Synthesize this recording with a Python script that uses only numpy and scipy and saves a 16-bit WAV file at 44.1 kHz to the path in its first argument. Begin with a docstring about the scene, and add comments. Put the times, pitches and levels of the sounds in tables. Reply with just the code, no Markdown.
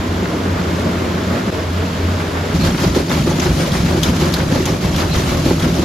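"""A match factory, three spots in a row: beside the humming conveyor of dipped splints, at a heap of
loose matches lifted by hand, then close to the ejector. Its bar punches rows of matches out of their
plates about three times a second: steel clacks, thuds in the frame and two surges of rattle per stroke.
At the first two spots the machines all round the hall drum and clatter. The stereo microphone hears
the bass in the middle and the treble spread wide."""
import sys
import numpy as np
from scipy import signal
from scipy.fft import rfft, irfft, next_fast_len
from scipy.io import wavfile
from scipy.ndimage import uniform_filter1d

SR = 44100
rng = np.random.default_rng(int(sys.argv[2]) if len(sys.argv) > 2 else 0)


def transcribe(u):
    """Save the signal u as a 16-bit wav file named by the first command-line argument.

    u: samples, shape (n,) or (channels, n), limited to [-1, 1]; the rate is SR.
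    q: integer samples, one column per channel.
    """
    v = np.clip(np.atleast_2d(u).T, -1, 1)
    q = np.round(v * 32767).astype(np.int16)
    wavfile.write(sys.argv[1], SR, q)


N = 257544
TIME_S = np.arange(N) / SR
TO_HEAP_S, TO_EJECTOR_S = 1.511, 2.54   # the microphone changes spot

# spectrum of the ejector's chain, plates and splints, close up: frequency_hz, gain_db
EJECTOR_RATTLE = [(500, 11.5), (750, 1), (900, 3), (1500, -1.5), (2000, -4), (2700, -6.5), (3500, -6),
                  (5000, -8), (6300, -10), (7500, -14), (11000, -17.5), (13000, -23), (15500, -33)]


def ejector():
    """Close up: each stroke shakes the frame and sets it rattling, once out and once back."""
    # effort of each stroke in turn: push_shake_db, pull_shake_db, push_rattle_db, pull_rattle_db
    strokes = [(-0.5, 0, -10, 3), (2, 4, 1, -0.5), (1, -2, 0, -2.5), (-2, 0.5, 1, 0.5), (-2.5, 2.5, 0, -1),
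               (0, -0.5, 1, -1), (0, 2, -2, -0.5), (1, -3.5, -2, -6.5), (0.5, -1, 0.5, 2.5),
               (0, 3.5, -1, 0.5), (2, 1, -0.5, -4.5)]
    # spectrum of the drumming frame: frequency_hz, gain_db
    frame_spectrum = [(94, -27), (160, 6.5), (174, 0.5), (205, -13.5), (258, -7), (296, -8), (344, -9.5),
                      (373, -8.5), (443, -19), (527, -15), (773, -18), (900, -17.5), (1170, -55),
                      (1980, -120)]
    # rests between surges: centre_s, depth_db, half_width_s
    lulls = [(3.04, -3.5, 0.045), (4.45, -1, .02), (4.785, -4, 0.033), (5.07, -3.5, .022),
             (5.57, -2, 0.025)]
    shake_db, rattle_db = np.transpose(strokes)[:2], np.transpose(strokes)[2:]
    bass = frame_bass(shake_db)
    drum = contacts(frame_spectrum, per_s=73, size_db=1.5, t60=0.022, wash_db=3)
    drum = steady(cut(cut(drum, 207, "high"), 694, "low", order=6), span_s=0.0333)
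    drum *= stroke_gain(shake_db, rest_db=-26.5, out_db=-24.5, back_db=-23.5, lags_s=(0.014, 0.15),
                        attack_s=0.027, hold_s=0.055, release_s=0.072)
    rattle = ejector_rattle(rattle_db)
    lull_db = sum(db * np.exp(-((TIME_S - s) / width) ** 2) for s, db, width in lulls)
    judder = from_db(0.8 * drift(rate_hz=17.4) + lull_db)
    return bass + judder * (drum + rattle)


def ejector_rattle(efforts_db):
    """Chain and plates clatter; above them the splints hiss and tick, and the whine swells along."""
    clatter = contacts(EJECTOR_RATTLE, per_s=260, size_db=1, t60=0.06, wash_db=-2)
    clatter = unit(cut(cut(clatter, 667, "high"), 2310, "low"))
    clatter *= stroke_gain(efforts_db, rest_db=-33, out_db=-29.5, back_db=-32.5, lags_s=(0.0015, 0.171),
                           attack_s=0.0089, hold_s=0.056, release_s=0.038)
    hiss = contacts(EJECTOR_RATTLE, per_s=300, size_db=1.5, t60=0.04, wash_db=-1)
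    hiss = unit(cut(hiss, 2350, "high")) * pan(1.4)
    ticking = ticks(EJECTOR_RATTLE, per_s=900, size_db=2.2)
    splints = from_db(-0.5) * hiss + from_db(-3.5) * ticking + from_db(4.5) * whine()
    splints *= stroke_gain(efforts_db, rest_db=-34, out_db=-33, back_db=-33.5, lags_s=(0.0028, 0.16),
                           attack_s=0.013, hold_s=0.039, release_s=0.061)
    return clatter + splints


def frame_bass(efforts_db):
    """Low down the ejector's blows merge into a floor rumble and an unevenly throbbing drone."""
    # spectrum of the shaking frame: frequency_hz, gain_db
    spectrum = [(13, -68), (22, -29), (48, -8), (70, 0.5), (86, 3.5), (113, -9.5), (157, -4.5), (174, -4.5),
                (203, -10), (260, -3.5), (340, -53), (570, -120)]
    # swell of the floor rumble: time_s, level_db
    rumble_swell = [(2.55, -24.5), (2.63, -25), (2.67, -17.5), (2.75, -39), (2.88, -23), (3.12, -41),
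                    (3.14, -29), (3.31, -27), (3.33, -33), (3.5, -25), (3.62, -30), (3.64, -39),
                    (3.74, -26), (4.75, -29), (4.8, -47), (4.85, -25), (5.83, -29), (5.84, -28)]
    # swell of the drone: time_s, level_db
    drone_swell = [(2.55, -21), (2.63, -16.5), (2.67, -37), (2.72, -19), (2.79, -26), (2.83, -17),
                   (3.04, -29), (3.1, -17), (3.63, -22.5), (3.65, -28), (3.7, -22.5), (3.88, -18),
                   (3.91, -38), (3.96, -20.5), (5.03, -23.5), (5.08, -36), (5.11, -22), (5.84, -21)]
    shaking = colour(wide_noise(), spectrum)
    rumble_db = in_time(rumble_swell)
    rumble = steady(cut(shaking, 129, "low", order=6), span_s=0.046)
    rumble *= from_db(0.84 * (rumble_db - rumble_db.mean()))
    rumble *= stroke_gain(efforts_db, rest_db=-24.5, out_db=-25, back_db=-24, lags_s=(0.04, 0.167),
                          attack_s=0.032, hold_s=0.021, release_s=0.021)
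    drone = steady(cut(cut(shaking, 128.4, "high", order=6), 218, "low", order=6), span_s=0.064)
    throb_db = 1.5 * drift(rate_hz=42)
    return rumble + from_db(in_time(drone_swell) - 3 + throb_db) * drone


def stroke_gain(efforts_db, rest_db, out_db, back_db, lags_s, **shape):
    """A part shakes a little all the time, and surges as the bar goes out and as it comes back."""
    first_s, stroke_s = 2.468, 0.3125
    push_db, pull_db = efforts_db
    starts_s = first_s + stroke_s * np.arange(len(push_db))
    out = surges(starts_s, out_db + push_db, lag_s=lags_s[0], **shape)
    back = surges(starts_s, back_db + pull_db, lag_s=lags_s[1], **shape)
    return np.sqrt(from_db(rest_db) ** 2 + out + back)


def thuds():
    """Heavy blows ring the ejector's frame; the harder, higher ones jolt the loose plates most."""
    # blows in the frame: start_s, level_db, pitch_hz
    blows = [(2.545, -13, 165), (2.599, -11, 154), (2.659, -12, 440), (2.683, -11.5, 235),
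             (2.714, -17, 228), (2.73, -10, 150), (2.741, -13, 266), (2.822, -15, 165), (2.832, -12, 341),
             (2.865, -15, 150), (2.958, -8, 354), (3.128, -16.5, 215), (3.209, -11.5, 154),
             (3.268, -9, 345), (3.311, -15.5, 570), (3.38, -12, 266), (3.449, -14, 164),
             (3.461, -12.5, 341), (3.507, -14, 235), (3.583, -15, 165), (3.594, -13, 330),
             (3.706, -12.5, 165), (3.832, -9, 165), (3.903, -15, 311), (3.94, -12, 320), (3.97, -11.5, 340),
             (4.078, -13.5, 164), (4.088, -8.5, 260), (4.218, -13.5, 360), (4.245, -18.5, 509),
             (4.517, -7.5, 265), (4.541, -19, 221), (4.556, -13.5, 520), (4.59, -14, 149),
             (4.599, -11, 362), (4.72, -10, 171), (4.846, -11, 165), (4.901, -16, 258), (4.966, -11, 165),
             (5.347, -16, 283), (5.455, -7, 290), (5.507, -8, 420), (5.625, -11, 160), (5.658, -11, 254),
             (5.724, -14, 166), (5.785, -13, 295)]
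    # modes of the frame: pitch_hz, gain_db, t60_s
    frame_modes = [(163.2, -1.5, 0.17), (233.7, 0.5, 0.087), (273, -2, 0.078), (336.7, -1.5, 0.11),
                   (377, -3, 0.09), (508, -6.5, 0.08), (558, -4.5, 0.11), (628, -9, 0.073), (860, 5, 0.077)]
    s, db, pitch_hz = np.transpose(blows)
    plates = unit(cut(colour(wide_noise(), EJECTOR_RATTLE), 2300, "low", order=2))
    shaken = fade(strikes(s, from_db(db) * pitch_hz / pitch_hz.max()), t60=0.21)
    return struck(blows, frame_modes, scatter_db=1) + from_db(-15.5) * shaken * plates


def clacks():
    """The bar hits a row of splints: a ragged crack, a short ring of steel, a tail in the housing."""
    # hits of the bar, each snapping in two broad resonances:
    # start_s, crack_db, low_hz, low_db, high_hz, high_db, width_hz, left_minus_right_db
    bar_hits = [(2.947, -27, 3000, -31, 4000, -33, 1200, 0), (3.095, -27.5, 3550, -28.5, 5900, -34, 600, 2),
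                (3.398, -27.5, 2680, -22, 5970, -22, 1500, 6), (3.718, -27, 3500, -26, 5000, -33, 700, -2),
                (4.031, -14.5, 3520, -15, 6230, -21.5, 650, 4),
                (4.338, -16, 3600, -22, 4450, -17.5, 950, 0), (4.655, -20, 3400, -26, 6370, -23, 1100, 0),
                (4.962, -22, 3260, -27, 5500, -31, 1100, 0), (5.597, -25, 3530, -28, 6300, -33, 700, -2)]
    # modes of the steel bar: pitch_hz, gain_db, t60_s
    bar_modes = [(3620, -6, 0.07), (4500, 1, 0.028), (5070, 3, 0.05), (6600, -9, 0.03), (12300, -16, 0.027)]
    # spectrum of the crack: frequency_hz, gain_db
    crack_spectrum = [(300, -7), (2600, -1), (3200, -6), (6500, 0), (7800, -4), (8600, 16), (10500, -1),
                      (12000, -3), (15500, -16)]
    s, db = np.transpose(bar_hits)[:2]
    hits = strikes(s, from_db(db))
    burst = np.sqrt(surges(s, db - 1.5, attack_s=0.0005, hold_s=0.004, release_s=0.005))
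    direct = burst * rng.standard_normal(N)
    housing = (from_db(-8) * burst + from_db(-15) * fade(hits, t60=0.22)) * rng.standard_normal((2, N))
    crack = from_db(-5) * cut(colour(direct + housing, crack_spectrum), 2300, "high")
    row = fade(hits, t60=0.014) * wide_noise()   # the splints are not met all at once
    steel = from_db(-28) * sum(ring(row * from_db(gain_db), hz, t60) for hz, gain_db, t60 in bar_modes)
    snaps = sum(snap(at, low_hz, low_db, width_hz, pan_db) + snap(at, high_hz, high_db, width_hz, pan_db)
                for at, _, low_hz, low_db, high_hz, high_db, width_hz, pan_db in bar_hits)
    return crack + steel + snaps


def snap(start_s, hz, db, width_hz, pan_db, t60=0.05):
    """A row of splints snaps close to the microphone: a short burst in one broad resonance."""
    mid, side = rng.standard_normal((2, SR // 8))
    grit = (mid + from_db(-9) * side * [[1], [-1]]) * pan(pan_db)
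    envelope = from_db(db - 60 * np.arange(len(mid)) / SR / t60)
    band = cut(grit * envelope, [max(hz - width_hz / 2, 100), hz + width_hz / 2], "band", order=2)
    burst = unit(band) * np.sqrt(np.mean(envelope ** 2))
    return np.pad(burst, [(0, 0), (int(start_s * SR), N)])[:, :N]


def jolts():
    """The whole ejector bounces on its feet."""
    # jolts that reach the floor: start_s, pitch_hz, peak_db
    bounces = [(2.652, 57.6, -18), (2.867, 61, -23), (3.499, 60.6, -14.5), (4.085, 69, -21),
               (5.162, 70, -14)]
    return sum(ring(strikes([s], from_db(db)), hz, t60=0.46) for s, hz, db in bounces)


def squeaks():
    """Brief rubs, likely in the guides, excite a narrow resonance."""
    # rubs: centre_s, pitch_hz, level_db, length_s
    rubs = [(2.63, 4230, -32.5, 0.06), (3.308, 6270, -36, 0.032), (5.128, 4100, -32.5, 0.052),
            (5.185, 6300, -35, 0.018)]
    out = np.zeros((2, N))
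    for s, hz, db, length_s in rubs:
        envelope = from_db(db) * np.exp(-(2 * (TIME_S - s) / length_s) ** 2)
        out += envelope * unit(ring(wide_noise(), hz, t60=0.012))
    return out


def taps():
    """Bunches of splints knock on the plates: each a dry burst in a broad resonance of its own."""
    # knocks at all three spots: start_s, level_db, pitch_hz
    knocks = [(0.256, -24, 1590), (0.689, -29, 1500), (1.178, -25, 1480), (2.202, -31, 1996),
              (2.745, -23, 1600), (2.78, -26.5, 3730), (2.948, -24, 1700), (3.115, -21.5, 1400),
              (3.428, -20.5, 1200), (3.632, -26, 1700), (3.884, -34, 3040), (4.086, -27, 2600),
              (4.365, -26, 1700), (4.403, -23, 1900), (4.523, -26, 1500), (4.546, -29, 5140),
              (4.56, -28, 1800), (4.828, -29, 3830), (4.872, -28, 1900), (4.944, -26, 3450),
              (5.03, -27, 900), (5.141, -27, 4030), (5.461, -24, 2400), (5.631, -25, 1600)]
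    grit = wide_noise()
    bursts = sum(fade(strikes([s], from_db(db)), t60=0.05) * unit(ring(grit, hz, t60=4 / hz))
                 for s, db, hz in knocks)
    return cut(bursts, 6800, "low")


def ticks(spectrum, per_s, size_db, t60=0.032, pitches=48):
    """Splints and pins tick at random, each with a short ring at its own pitch and place."""
    out = np.zeros((2, N))
    for hz in np.geomspace(1100, 7400, pitches) * (1 + rng.normal(0, 0.012, pitches)):
        when, chance, sign = rng.random((400, 3)).T
        played = np.arange(len(when)) < per_s * N / SR / pitches
        heights = played * np.sign(sign - 0.5) * from_db(size_db * -np.log(chance + 0.03))
        clicks = strikes(when * N / SR, heights)
        angle = rng.uniform(-0.35, np.pi / 2 + 0.35)
        place = np.array([[np.cos(angle)], [np.sin(angle)]])
        out += from_db(at_hz(spectrum, hz)) * np.sqrt(hz) * place * ring(clicks, hz, t60)
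    return unit(out)


def conveyor_bumps():
    """Beside the conveyor: its carriers bump over their track and ring its bed."""
    # bumps of the carriers: start_s, level_db, pitch_hz
    bumps = [(0.227, -17, 240), (0.337, -16.5, 181), (0.438, -16.5, 290), (0.556, -19, 170),
             (0.597, -18, 181), (0.673, -18.5, 210), (0.729, -13.5, 220), (0.753, -18, 350),
             (0.845, -17, 210), (0.862, -15, 320), (1.108, -13.5, 280), (1.153, -14.5, 290),
             (1.31, -17, 230), (1.366, -19, 260), (1.45, -18.5, 160), (1.476, -12, 210)]
    # modes of the bed: pitch_hz, gain_db, t60_s
    bed_modes = [(181, -1, 0.102), (239, -2, 0.07), (338, -3.5, 0.086), (420, -7.5, 0.073),
                 (552, -6, 0.083), (654, -12, .07), (845, -16, .06)]
    return struck(bumps, bed_modes, scatter_db=0.5)


def conveyor_drive():
    """The conveyor's drive hums and throbs over a low rumble in the floor."""
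    # wandering pitch of the hum: time_s, pitch_hz
    hum_pitch = [(0.0, 86.5), (0.37, 93.7), (0.68, 84.4), (0.74, 83.8), (0.85, 88.8), (1.31, 86.3),
                 (1.46, 94.5), (1.6, 87.8), (2.21, 88.2), (2.37, 84), (2.54, 92.5)]
    # the hum from beside the conveyor: time_s, level_db
    hum_at_conveyor = [(0.0, -18), (0.036, -44), (0.104, -21), (0.324, -36.5), (0.526, -19), (0.604, -34),
                       (0.66, -25), (0.86, -28.5), (0.906, -35), (0.96, -25.5), (1.214, -30), (1.328, -23),
                       (1.444, -46), (1.5, -29)]
    # the hum from the heap: time_s, level_db
    hum_at_heap = [(1.52, -33), (1.53, -30), (1.808, -20.5), (1.916, -33), (2.054, -18.5), (2.338, -33),
                   (2.366, -25.5), (2.53, -28)]
    # spectrum of the floor: frequency_hz, gain_db
    floor_spectrum = [(13, -54), (22, -15), (54, -11), (63, -6), (70, 2), (78, -22), (100, -1), (170, -120)]
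    phase = 2 * np.pi * np.cumsum(in_time(hum_pitch) + drift(rate_hz=3.5)) / SR
    hum_db = in_time([*hum_at_conveyor, *hum_at_heap]) + 0.2 + 0.77 * drift(rate_hz=9.6)
    hum = np.sqrt(2) * from_db(hum_db) * np.sin(phase)
    return hum + from_db(-34.5) * unit(colour(wide_noise(), floor_spectrum))


def hall():
    """From the conveyor and the heap: machines all round drum and clatter, loose matches rustle."""
    # swell of the din: time_s, level_db
    din_swell = [(0.0, -1), (0.27, -.5), (0.52, -1), (0.74, 0.5), (1.24, 0), (1.35, 1.5), (1.45, -1),
                 (1.6, -1), (1.67, -3), (1.78, -1), (2.21, -0.5), (2.3, -1.5), (2.38, -1), (2.54, 0)]
    # knocks from the machines round about: start_s, drumming_db, clatter_db
    knocks = [(0.205, -24, -42), (0.33, -25, -46), (0.45, -22, -33.5), (0.55, -33, -33), (0.85, -19.5, -49),
              (1.3, -23, -37), (1.345, -36, -31.5), (1.467, -21, -33), (1.559, -28, -47), (1.82, -23, -43),
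              (2.07, -27, -42), (2.19, -31, -32.5), (2.345, -30, -30), (2.505, -38, -34)]
    # spectrum of clatter and rustle: frequency_hz, gain_db
    spectrum = [(500, 11), (700, 2), (780, 1), (1200, -3), (2000, -6), (3200, -6.5), (5000, -11),
                (7400, -16.5), (11000, -23), (13000, -26), (15500, -36)]
    din_db, at_heap = in_time(din_swell), after(TO_HEAP_S)
    knock_s, drum_db, clatter_db = np.transpose(knocks)
    drum = hall_drumming(din_db, at_heap, knock_s, drum_db)
    clatter = hall_clatter(spectrum, din_db, knock_s, clatter_db)
    rustle = match_rustle(spectrum) + from_db(2) * whine()
    rustle *= from_db(din_db) * blend(from_db(-37), from_db(-36), at_heap)
    dip_s = 1.505   # the level dips briefly on arriving at the heap, the rustle least
    dip = from_db(-15 * after(dip_s) * np.exp(-((TIME_S - dip_s) / 0.0125) ** 2))
    return dip * (conveyor_drive() + drum + conveyor_bumps() + clatter) + np.cbrt(dip) * rustle


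def match_rustle(spectrum):
    """Loose splints touch in a fine rustle, with single ticks standing out."""
    rustle = contacts(spectrum, per_s=220, size_db=2, t60=0.011, wash_db=8)
    return unit(cut(rustle, 2530, "high")) + from_db(-6) * ticks(spectrum, per_s=700, size_db=2)


def hall_drumming(din_db, at_heap, knock_s, knock_db):
    """Impacts in the machines merge into a low drumming, duller at the heap."""
    # drumming from beside the conveyor: frequency_hz, gain_db
    conveyor_spectrum = [(65, -27), (110, 0), (113, -5), (144, -9.5), (161, -5.5), (178, 0.5), (217, -7.5),
                         (251, -4.5), (295, -8.5), (333, -6.5), (504, -13), (650, -13.5), (755, -21),
                         (900, -26), (1170, -61), (1980, -120)]
    # drumming from the heap: frequency_hz, gain_db
    heap_spectrum = [(65, -27), (110, -2), (119, -9), (161, -4), (215, -6.5), (270, -7), (327, -9.5),
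                     (361, -14), (387, -9.5), (453, -10.5), (536, -16), (628, -11), (735, -19.5),
                     (900, -41), (1170, -46), (1980, -120)]
    conveyor = steady(contacts(conveyor_spectrum, per_s=130, size_db=-8, t60=0.26, wash_db=13), 0.08)
    heap = steady(contacts(heap_spectrum, per_s=45, size_db=-4, t60=0.055, wash_db=14), 0.043)
    drum = cut(cut(blend(conveyor, heap, at_heap), 117, "high"), 810, "low", order=6)
    din = from_db(din_db) * blend(from_db(-21.9), from_db(-23), at_heap)
    knocks = surges(knock_s, knock_db, attack_s=0.0046, hold_s=0.015, release_s=0.04)
    return np.sqrt(din ** 2 + knocks) * drum


def hall_clatter(spectrum, din_db, knock_s, knock_db):
    """Clatter follows the din; single knocks and the conveyor chain's beat stand out of it."""
    clatter = contacts(spectrum, per_s=150, size_db=3, t60=0.04, wash_db=8)
    clatter = unit(cut(cut(clatter, 857, "high"), 2030, "low"))
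    beats_s = np.arange(0.013, TO_HEAP_S, 0.15)   # nearly seven a second
    chain = surges(beats_s, levels_db=-42, attack_s=0.022, hold_s=0.013, release_s=0.029)
    knocks = surges(knock_s, knock_db, attack_s=0.0087, hold_s=0.027, release_s=0.037)
    return np.sqrt(from_db(din_db - 31.5) ** 2 + chain + knocks) * clatter


def whine():
    """Thin high tones that flutter, a little different in each ear."""
    # tones of the whine: pitch_hz, level_db, left_minus_right_db, start_s
    tones = [(8786, -9.5, -4, 0), (9475, -27, 0, 0), (10164, -27, 0, 0), (12575, -36, 0, 0),
             (13609, -34, 0, 4.96)]
    out = np.zeros((2, N))
    for hz, db, pan_db, s in tones:
        gain = after(s) * from_db(db + 2.8 * drift(rate_hz=9)) * pan(pan_db)
        out += gain * np.sin(2 * np.pi * hz * TIME_S + rng.normal(0, 0.3, (2, 1)))
    return np.sqrt(2) * out


def contacts(spectrum, per_s, size_db, t60, wash_db):
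    """Random small impacts, each a short burst, over the smooth wash that the hall makes of them."""
    sizes = from_db(size_db * np.minimum(rng.exponential(1, N), 4))
    power = fade((rng.random(N) < per_s / SR) * sizes ** 2, t60)
    envelope = np.sqrt(power / power.mean() + from_db(wash_db) ** 2)
    return colour(spread(envelope * rng.standard_normal((2, N))), spectrum)


def struck(blows, modes, scatter_db, db_per_octave=17.5):
    """Blows ring a body, most of all the modes near their own pitch."""
    s, db, pitch_hz = np.transpose(blows)
    chance_db = rng.normal(0, scatter_db, (len(s), len(modes)))
    out = 0
    for k, (hz, mode_db, t60) in enumerate(modes):
        strength_db = db + mode_db + chance_db[:, k] - db_per_octave * np.abs(np.log2(hz / pitch_hz))
        out = out + (-1) ** k * ring(strikes(s, from_db(strength_db)), hz, t60)
    return out


def surges(times, levels_db, attack_s, hold_s, release_s, lag_s=0):
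    """Power of the shaking that follows each shove: it builds up, holds and dies away."""
    age, power = np.arange(SR // 2) / SR - lag_s, np.zeros(N + SR)
    shape = np.clip(age / attack_s, 0, 1) * np.exp(-np.maximum(age - attack_s - hold_s, 0) / release_s)
    for s, gain in np.broadcast(times, from_db(levels_db)):
        start = max(int(s * SR), 0)
        power[start:start + len(age)] += (gain * shape) ** 2
    return power[:N]


def strikes(times, heights):
    out = np.zeros(N)
    out[np.clip(np.round(np.asarray(times) * SR).astype(int), 0, N - 1)] = heights
    return out


def fade(x, t60):
    """Every impulse leaves a dying exponential."""
    return signal.lfilter([1], [1, -from_db(-60 / (t60 * SR))], x + 1e-18)


def ring(clicks, hz, t60):
    """Every click sets a dying sine ringing."""
    r, w = from_db(-60 / (t60 * SR)), 2 * np.pi * hz / SR
    return signal.lfilter([0, np.sin(w)], [1, -2 * r * np.cos(w), r * r], clicks + 1e-18)


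def steady(x, span_s):
    """A driven vibration holds its strength from one moment to the next; rms near one."""
    power = uniform_filter1d(x.mean(axis=0) ** 2, max(int(span_s * SR), 2))
    return x / np.sqrt(np.maximum(power, 0) + power.mean() / 20)


def drift(rate_hz):
    """Slow random wander with a spread of one."""
    step, settle = 40, 2000
    r = np.exp(-2 * np.pi * rate_hz * step / SR)
    slow = signal.lfilter([1], [1, -2 * r, r * r], rng.standard_normal(N // step + settle + 2))[settle:]
    return np.interp(np.arange(N) / step, np.arange(len(slow)), slow / np.sqrt(np.mean(slow ** 2)))


def spread(pair):
    """Two unrelated signals become left and right: alike in the bass, diffuse in the treble."""
    # likeness of left and right at the microphone: frequency_hz, correlation
    likeness = [(100, 1), (250, 0.96), (430, 0.79), (620, 0.58), (950, 0.19), (1550, .05), (1900, 0.13),
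                (2150, 0.82), (3200, 0.51), (5200, 0.26), (7500, 0.32), (13000, 0.29)]
    hz, alike = np.transpose(likeness)
    alike = np.clip(alike, -0.9, 0.998)
    mid = colour(pair[0], np.c_[hz, 10 * np.log10((1 + alike) / 2)])
    side = colour(pair[1], np.c_[hz, 10 * np.log10((1 - alike) / 2)])
    return np.array([mid + side, mid - side])


def wide_noise():
    return spread(rng.standard_normal((2, N)))


def colour(x, spectrum):
    """Causal (minimum-phase) filter with the given spectrum."""
    size = 2 * next_fast_len(N // 2 + 4096)
    cepstrum = irfft(np.log(from_db(at_hz(spectrum, np.linspace(0, SR / 2, size // 2 + 1)))))
    cepstrum[1:size // 2] *= 2
    cepstrum[size // 2 + 1:] = 0
    return irfft(rfft(x, size) * np.exp(rfft(cepstrum)))[..., :N]


def cut(x, hz, kind, order=4):
    return signal.sosfilt(signal.butter(order, hz, kind, fs=SR, output="sos"), x)


def unit(x):
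    """Scale a stereo sound so that its centre has rms one."""
    return x / np.sqrt(np.mean(x.mean(axis=0) ** 2) + 1e-20)


def from_db(db):
    return 10 ** (np.asarray(db) / 20)


def pan(left_minus_right_db):
    return from_db([[left_minus_right_db / 2], [-left_minus_right_db / 2]])


def in_time(points):
    return np.interp(TIME_S, *np.transpose(points))


def at_hz(spectrum, hz):
    points_hz, db = np.transpose(spectrum)
    return np.interp(np.log(hz + 1e-3), np.log(points_hz), db)


def after(s):
    """A 5 ms ramp from zero to one, centred on s."""
    return np.clip((TIME_S - s) * 200 + 0.5, 0, 1)


def blend(first, second, share):
    return (1 - share) * first + share * second


def scene():
    """Conveyor and heap, then close to the ejector; splints tap at all three spots."""
    in_hall = hall()
    close_up = ejector() + thuds() + jolts() + clacks() + squeaks()
    return blend(in_hall, close_up, after(TO_EJECTOR_S)) + taps()


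def record(dry):
    """The treble has a hollow near 9 kHz; peaks are rounded and the top is cut."""
    # shape of the treble: frequency_hz, gain_db
    treble_shape = [(7400, 2), (8000, -1.5), (8400, -15), (9600, -11.5), (10100, -3.5), (10500, 3.5)]
    cutoff_hz = 15600
    heard = 1.644 * np.tanh(colour(dry, treble_shape) / 1.535)
    return signal.sosfilt(signal.ellip(10, 0.1, 90, cutoff_hz, fs=SR, output="sos"), heard)


dry = scene()
out = record(dry)
transcribe(out)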